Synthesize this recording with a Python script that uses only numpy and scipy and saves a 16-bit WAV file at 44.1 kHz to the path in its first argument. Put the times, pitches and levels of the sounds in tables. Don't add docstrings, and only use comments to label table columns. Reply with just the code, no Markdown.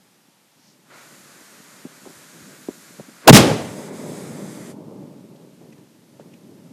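import sys
import numpy as np
from scipy import signal
from scipy.fft import rfft, irfft, next_fast_len
from scipy.io import wavfile
from scipy.ndimage import uniform_filter1d

SR = 44100
rng = np.random.default_rng(int(sys.argv[2]) if len(sys.argv) > 2 else 0)


def ratio(d):
    e = np.asarray(d, float) / 20
    return 10 ** e


def inscribe(sig):
    pcm = np.round(np.clip(np.atleast_2d(sig).T, -1, 1) * 32767)
    wavfile.write(sys.argv[1], SR, pcm.astype(np.int16))


N = 296433
T = np.arange(N) / SR

MUZZLE_S, SHUT_S, SLAP_S = 3.271, 3.312, 3.328
# centre in Hz, level in dB, time to fall 60 dB in seconds.
SLAP_TAIL = [(45, -38.5, 0.67), (92, -25.5, 0.57), (164, -8, .65), (302, -8.5, .7), (560, -9.5, .7),
             (1210, -14.5, 0.58), (2600, -14, .6), (4763, -15.5, 0.56), (8000, -23, 0.6), (12500, -32, .5)]

# arrival in seconds, level in dB, fading in dB per second.
SLOPES = [(3.59, -25, 400), (3.655, -33, 80), (3.79, -36, 90), (3.9, -35, 30), (4.02, -35, 12),
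          (4.25, -38, 25), (4.4, -38, 90), (4.58, -42, 30), (4.8, -44, 25), (4.925, -39, 100),
          (5.03, -43, 50), (5.32, -52, 40), (5.45, -47, 220), (5.65, -48, 70), (5.78, -49, 110),
          (5.97, -58, 10), (6.22, -43, 50), (6.42, -50, 10), (6.51, -46, 30), (6.72, -45, 30)]
SLOPE_ARRIVE_DB_S = 110
# frequency in Hz, level in dB per Hz.
RUMBLE_COLOUR = [(24, -65), (40, -42.5), (86, -27), (108, -10), (157, 0.5), (289, -2.5), (513, -14.5),
                 (558, -9), (700, -21), (910, -52), (1540, -120)]
# frequency in Hz, level in dB per Hz.
UPPER_COLOUR = [(210, -38), (350, -8), (410, 1), (477, -4.5), (624, -6), (705, -14), (867, -11),
                (1500, -25), (1950, -47), (3300, -120)]
UPPER_DB, DULLING_DB_S = -3.5, 3.5
# start in seconds, peak level in dB, pitch in Hz.
KNOCKS = [
    (3.794, -28, 260),
    (3.993, -26, 250),
    (4.785, -29, 250),
    (5.61, -39, 260),
    (5.65, -39, 230),
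    (6.197, -32, 500),
]

# frequency in Hz, level in dB per Hz.
JET_COLOUR = [(240, -23), (400, -2), (438, -4), (602, -3.5), (791, -7), (1450, -1.5), (3010, -10.5),
              (7130, -3), (13700, -10), (14300, -17.5), (15000, -44.5)]
# frequency in Hz, level in dB per Hz.
STUB_COLOUR = [(650, -32), (1100, -1.5), (2190, -5), (2670, -13), (5730, -9.5), (7290, -5.5), (9900, -9),
               (14200, -18), (15000, -35.5)]
# start, top and end in seconds, level in dB, centre in Hz, width in Hz.
MATCH_SPIT = (.54, .69, .77, -59, 5400, 2200)
# time in seconds, roar change in dB, sizzle change in dB, width in seconds.
SURGES = [
    (.955, 5.5, -2, .09),
    (2.77, -1.5, 1.5, .1),
    (3.255, 9, -4, .03),
    (3.17, 0, -3, .15),
    (3.91, 1, -7, .03),
]
LIT_S, OUT_S = .84, 4.71
ROAR_DB, SIZZLE_DB, SIZZLE_CLIMB_DB_S = -52.5, -53, 1.2
ROAR_CATCH_S, SIZZLE_CATCH_S, DIE_S = .07, .13, .035
STUB_ROAR_DB, STUB_SIZZLE_DB, STUB_SAG_DB_S = -48.5, -44.5, 2.5

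# start in seconds, peak level in dB, pitch in Hz.
STEPS = [(1.41, -42, 280), (1.6, -42, 250), (1.8513, -24, 240), (1.863, -35, 230), (2.055, -37, 820),
         (2.062, -33, 380), (2.0695, -31, 320), (2.095, -37, 230), (2.102, -40, 230), (2.16, -56, 85),
         (2.41, -52, 80), (2.6861, -15.5, 310), (2.694, -32, 320), (2.707, -36, 270), (2.988, -34, 185),
         (3.0015, -32, 170), (2.997, -27, 440), (3.084, -37, 220)]
THUD_CYCLES, SCUFF_DB, SCUFF_SLOPE = 2.3, -30, .55
# start in seconds, peak level in dB, pitch in Hz.
TICKS = [
    (5.3594, -53, 3764),
    (5.7254, -45.5, 2300),
    (5.7794, -51, 1620),
    (6.1994, -51, 3103),
    (6.2094, -51.5, 1600),
    (6.3363, -44.5, 2700),
]

# peak time in seconds, level in dB.
GUSTS = [
    (.95, -56),
    (2.03, -56),
    (2.38, -54),
    (2.55, -50),
    (3.0, -57),
]
CALM_DB, BREEZE_DB, GUST_FADE_DB_S = -64, -56, 45
# frequency in Hz, level in dB per Hz.
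HISS_COLOUR = [(35, -45.5), (60, -19), (219, -10.5), (744, -3), (855, 0), (1080, -5), (1150, -4.5),
               (6230, -8.5), (13700, -12.5), (15000, -30)]
HISS_DB = -60.5


def blast():
    t = np.clip(T - MUZZLE_S, 0, None)
    live = (T > MUZZLE_S) & (T < SHUT_S)
    hz = np.interp(t, [0, .004, .01, .02, .028, .04], [750, 420, 560, 520, 260, 170])
    push = ratio(np.interp(t, [0, .003, .009, .011, .023, .028, .033], [-24, -6, -6, 11, 9, 2, 14]))
    note = push * wobble(hz, 4.0, 900, SHUT_S)
    fizz = ratio(np.interp(t, [0, .003, .006, .01, .03, .033, .04], [-45, -26, -5, 2, 0, -8, -18]))
    crack = fizz * coloured(rng.standard_normal(N), [(100, -3.5), (900, 0.5), (5000, -7), (16400, -18.5)])
    after = np.clip(T - SHUT_S, 0, None)
    ring = 2.6 * np.exp(-after / .0035) * np.sin(2 * np.pi * 150 * after + 0.47) * (T >= SHUT_S)
    ahead_db = np.interp(T - MUZZLE_S, [-0.032, -.008, -.004, 0.039], [-48.5, -34, -26, -26.5],
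                         left=-120, right=-120)
    ahead = ratio(ahead_db) * unit(band(rng.standard_normal(N), 330, 400))
    return live * (note + crack) + ring + ahead


def slap():
    t = T - SLAP_S
    rise = ratio(np.interp(t, [-.005, 0, .0012], [-34, -24, 0], left=-120))
    heave = ratio(np.interp(t, [0, .012, .02, .046, .055, .072, .11], [10, 7, 0, -3, -18, -8, -30],
                          left=-120, right=-120))
    spit = ratio(np.interp(t, [0, .002, .015, .048, .054, .1], [6, -3, -4, -7, -16, -32], right=-120))
    out = heave * wobble(np.full(N, 190), 1.8, 300, SLAP_S)
    out += spit * coloured(rng.standard_normal(N), [(400, -3.5), (1500, -0.5), (6000, -4), (16400, -15.5)])
    for hz, db, t60 in SLAP_TAIL:
        noise = unit(band(rng.standard_normal(N), hz, .7 * hz))
        flutter_db = np.clip(1500 / hz, .8, 2.2) * walk(40)
        out += noise * ratio(db - 60 * np.clip(t, 0, None) / t60 + flutter_db)
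    return rise * signal.sosfilt(signal.butter(6, 14800, fs=SR, output="sos"), out)


def hills():
    lumps = 1.25 * rng.standard_normal(N) + unit(grains(150, spread_db=13.5))
    low = coloured(lumps, RUMBLE_COLOUR, hi_hz=443)
    upper = coloured(lumps + 2.6 * rng.standard_normal(N), UPPER_COLOUR, lo_hz=444, hi_hz=1300)
    upper = upper * ratio(UPPER_DB - DULLING_DB_S * (T - SLAP_S))
    rumble = low * ratio(1.4 * walk(28)) + upper * ratio(0.86 * walk(20))
    return rumble * swells(SLOPES, SLOPE_ARRIVE_DB_S) * np.clip((T - 3.55) / 0.11, 0, 1)


def fuse():
    before = T < SLAP_S
    gas = rng.standard_normal(N)
    roar = np.where(T < MUZZLE_S, coloured(gas, JET_COLOUR, hi_hz=2800), coloured(gas, STUB_COLOUR, hi_hz=2800))
    sizzle = np.where(T < MUZZLE_S, coloured(gas, JET_COLOUR, lo_hz=2800),
                      coloured(gas, STUB_COLOUR, lo_hz=2800))
    sag_db = STUB_SAG_DB_S * (T - SLAP_S)
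    roar_db = np.where(before, ROAR_DB, STUB_ROAR_DB - sag_db)
    climb_db = SIZZLE_CLIMB_DB_S * (T - LIT_S)
    sizzle_db = np.where(before, SIZZLE_DB + climb_db, STUB_SIZZLE_DB - sag_db)
    roar = roar * burn(roar_db, ROAR_CATCH_S, column=1) * ratio(-1.0 + 0.69 * walk(20))
    sizzle = sizzle * burn(sizzle_db, SIZZLE_CATCH_S, column=2) * ratio(-0.95 + 0.67 * walk(12))
    smoke = ~before * .7 * np.exp(-np.abs(T - SLAP_S) / .35)
    sizzle -= band(sizzle, 11800, 3000) * smoke
    drift_ms = .04 * np.cos(2 * np.pi * (T - SLAP_S) / .8 / 2)
    lag_ms = np.where(before, .36, .73 + drift_ms) * ratio(.25 * walk(9))
    delayed = np.interp(np.arange(N) - lag_ms * SR / 1000, np.arange(N), sizzle)
    echo = np.where(before, .13, .3) * delayed
    return roar + sizzle - echo + match_spit()


def match_spit():
    start, top, end, db, hz, width = MATCH_SPIT
    return unit(band(rng.standard_normal(N), hz, width)) * np.interp(T, [start, top, end], [0, ratio(db), 0])


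def burn(steady_db, catch_s, column):
    catch_db = 20 * np.minimum((T - LIT_S) / catch_s - 1, 0)
    die_db = 20 * np.maximum(T - OUT_S, 0) / DIE_S
    surge_db = sum(row[column] * np.exp(-((T - row[0]) / row[-1]) ** 2) for row in SURGES)
    return ratio(steady_db + catch_db - die_db + surge_db)


def thuds():
    out = np.zeros(N)
    t = np.arange(SR // 20) / SR
    grit = coloured(rng.standard_normal(N), [(150, -11.5), (400, 3.5), (900, -9), (1400, -27), (4000, -29)])
    for s, db, hz in STEPS + KNOCKS:
        swell = np.sin(np.pi * np.clip(t * hz / THUD_CYCLES, 0, 1) ** .62)
        thud = swell * np.sin(2 * np.pi * (hz * t + .36 * (1 - np.exp(-t * hz / .2))))
        out[int(s * SR):][:len(t)] += ratio(db) * thud
        first = int((s - .02) * SR)
        near = slice(first, first + len(t))
        scuff = grit[near] * np.exp(-((t - .028) / 0.006) ** 2)
        out[near] += ratio(SCUFF_SLOPE * db + SCUFF_DB) * scuff
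    return signal.sosfilt(signal.butter(2, 75, "high", fs=SR, output="sos"), out)


def ticks():
    out = np.zeros(N)
    noise = rng.standard_normal(N)
    edge = unit(band(noise, 5100, 3700))
    for s, db, hz in TICKS:
        rustle = unit(band(noise, hz, 0.42 * hz)) + 0.55 * edge
        out += ratio(db - 8) * rustle * np.exp(-((T - s - .004) / 0.0055) ** 2)
    return out


def ambience():
    lumps = rng.standard_normal(N) + 0.67 * unit(grains(140, spread_db=11.5))
    puffs = coloured(lumps, RUMBLE_COLOUR, lo_hz=105)
    hiss = coloured(rng.standard_normal(N), HISS_COLOUR) * ratio(HISS_DB + .4 * walk(4.9))
    breezy = (T > GUSTS[0][0]) & (T < SLAP_S)
    steady = ratio(np.where(breezy, BREEZE_DB, CALM_DB))
    gusts = swells([(s, db, GUST_FADE_DB_S) for s, db in GUSTS], GUST_FADE_DB_S)
    return puffs * np.hypot(steady, gusts) * ratio(2.0 * walk(18)) + hiss


def unit(x):
    return x / np.sqrt(np.mean(x ** 2))


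def coloured(x, table, lo_hz=20, hi_hz=20000):
    hz, db = np.transpose(table)
    size = next_fast_len(N)
    f = np.arange(size // 2 + 1) * SR / size + 1
    edges = 1 / np.sqrt((1 + (lo_hz / f) ** 6) * (1 + (f / hi_hz) ** 6))
    gain = ratio(np.interp(np.log(f), np.log(hz), db, right=-100))
    return unit(irfft(rfft(x, size) * gain * edges, size)[:N])


def band(x, hz, width_hz):
    edges = np.clip([hz - width_hz / 2, hz + width_hz / 2], 10, SR / 2 - 500)
    return signal.sosfilt(signal.butter(2, edges, "band", fs=SR, output="sos"), x)


def walk(rate):
    k = int(SR / rate)
    held = np.repeat(rng.standard_normal(N // k + 1), k)
    return unit(uniform_filter1d(uniform_filter1d(held, k), k)[:N])


def grains(rate, spread_db):
    chance = rng.random((3, N))
    return (chance[0] < rate / SR) * np.sign(chance[1] - .5) * ratio(spread_db * chance[2])


def wobble(hz, spread_db, rate, end_s):
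    turns = np.cumsum(hz * ratio(spread_db * walk(rate))) / SR
    return np.sin(2 * np.pi * (turns - turns[int(end_s * SR)]))


def swells(rows, rise_db_s):
    power = 0
    for s, db, fade in rows:
        power = power + ratio(db - np.where(T < s, rise_db_s * (s - T), fade * (T - s))) ** 2
    return np.sqrt(power)


def scene():
    numb = ratio(np.interp(T, [MUZZLE_S - .008, MUZZLE_S - .005, SLAP_S, SLAP_S + .05], [0, -25, -25, 0]))
    shot = blast() + slap() + hills()
    return (shot + numb * (fuse() + ambience()) + thuds() + ticks())[None]


def roll_off(x):
    return signal.sosfilt(signal.butter(12, 16430, fs=SR, output="sos"), x)


def record(dry):
    thin = signal.sosfilt(signal.butter(2, 45, "high", fs=SR, output="sos"), dry)
    flat = np.clip(thin, -.985, .985)
    return roll_off(flat)


dry = scene()
out = record(dry)
inscribe(out)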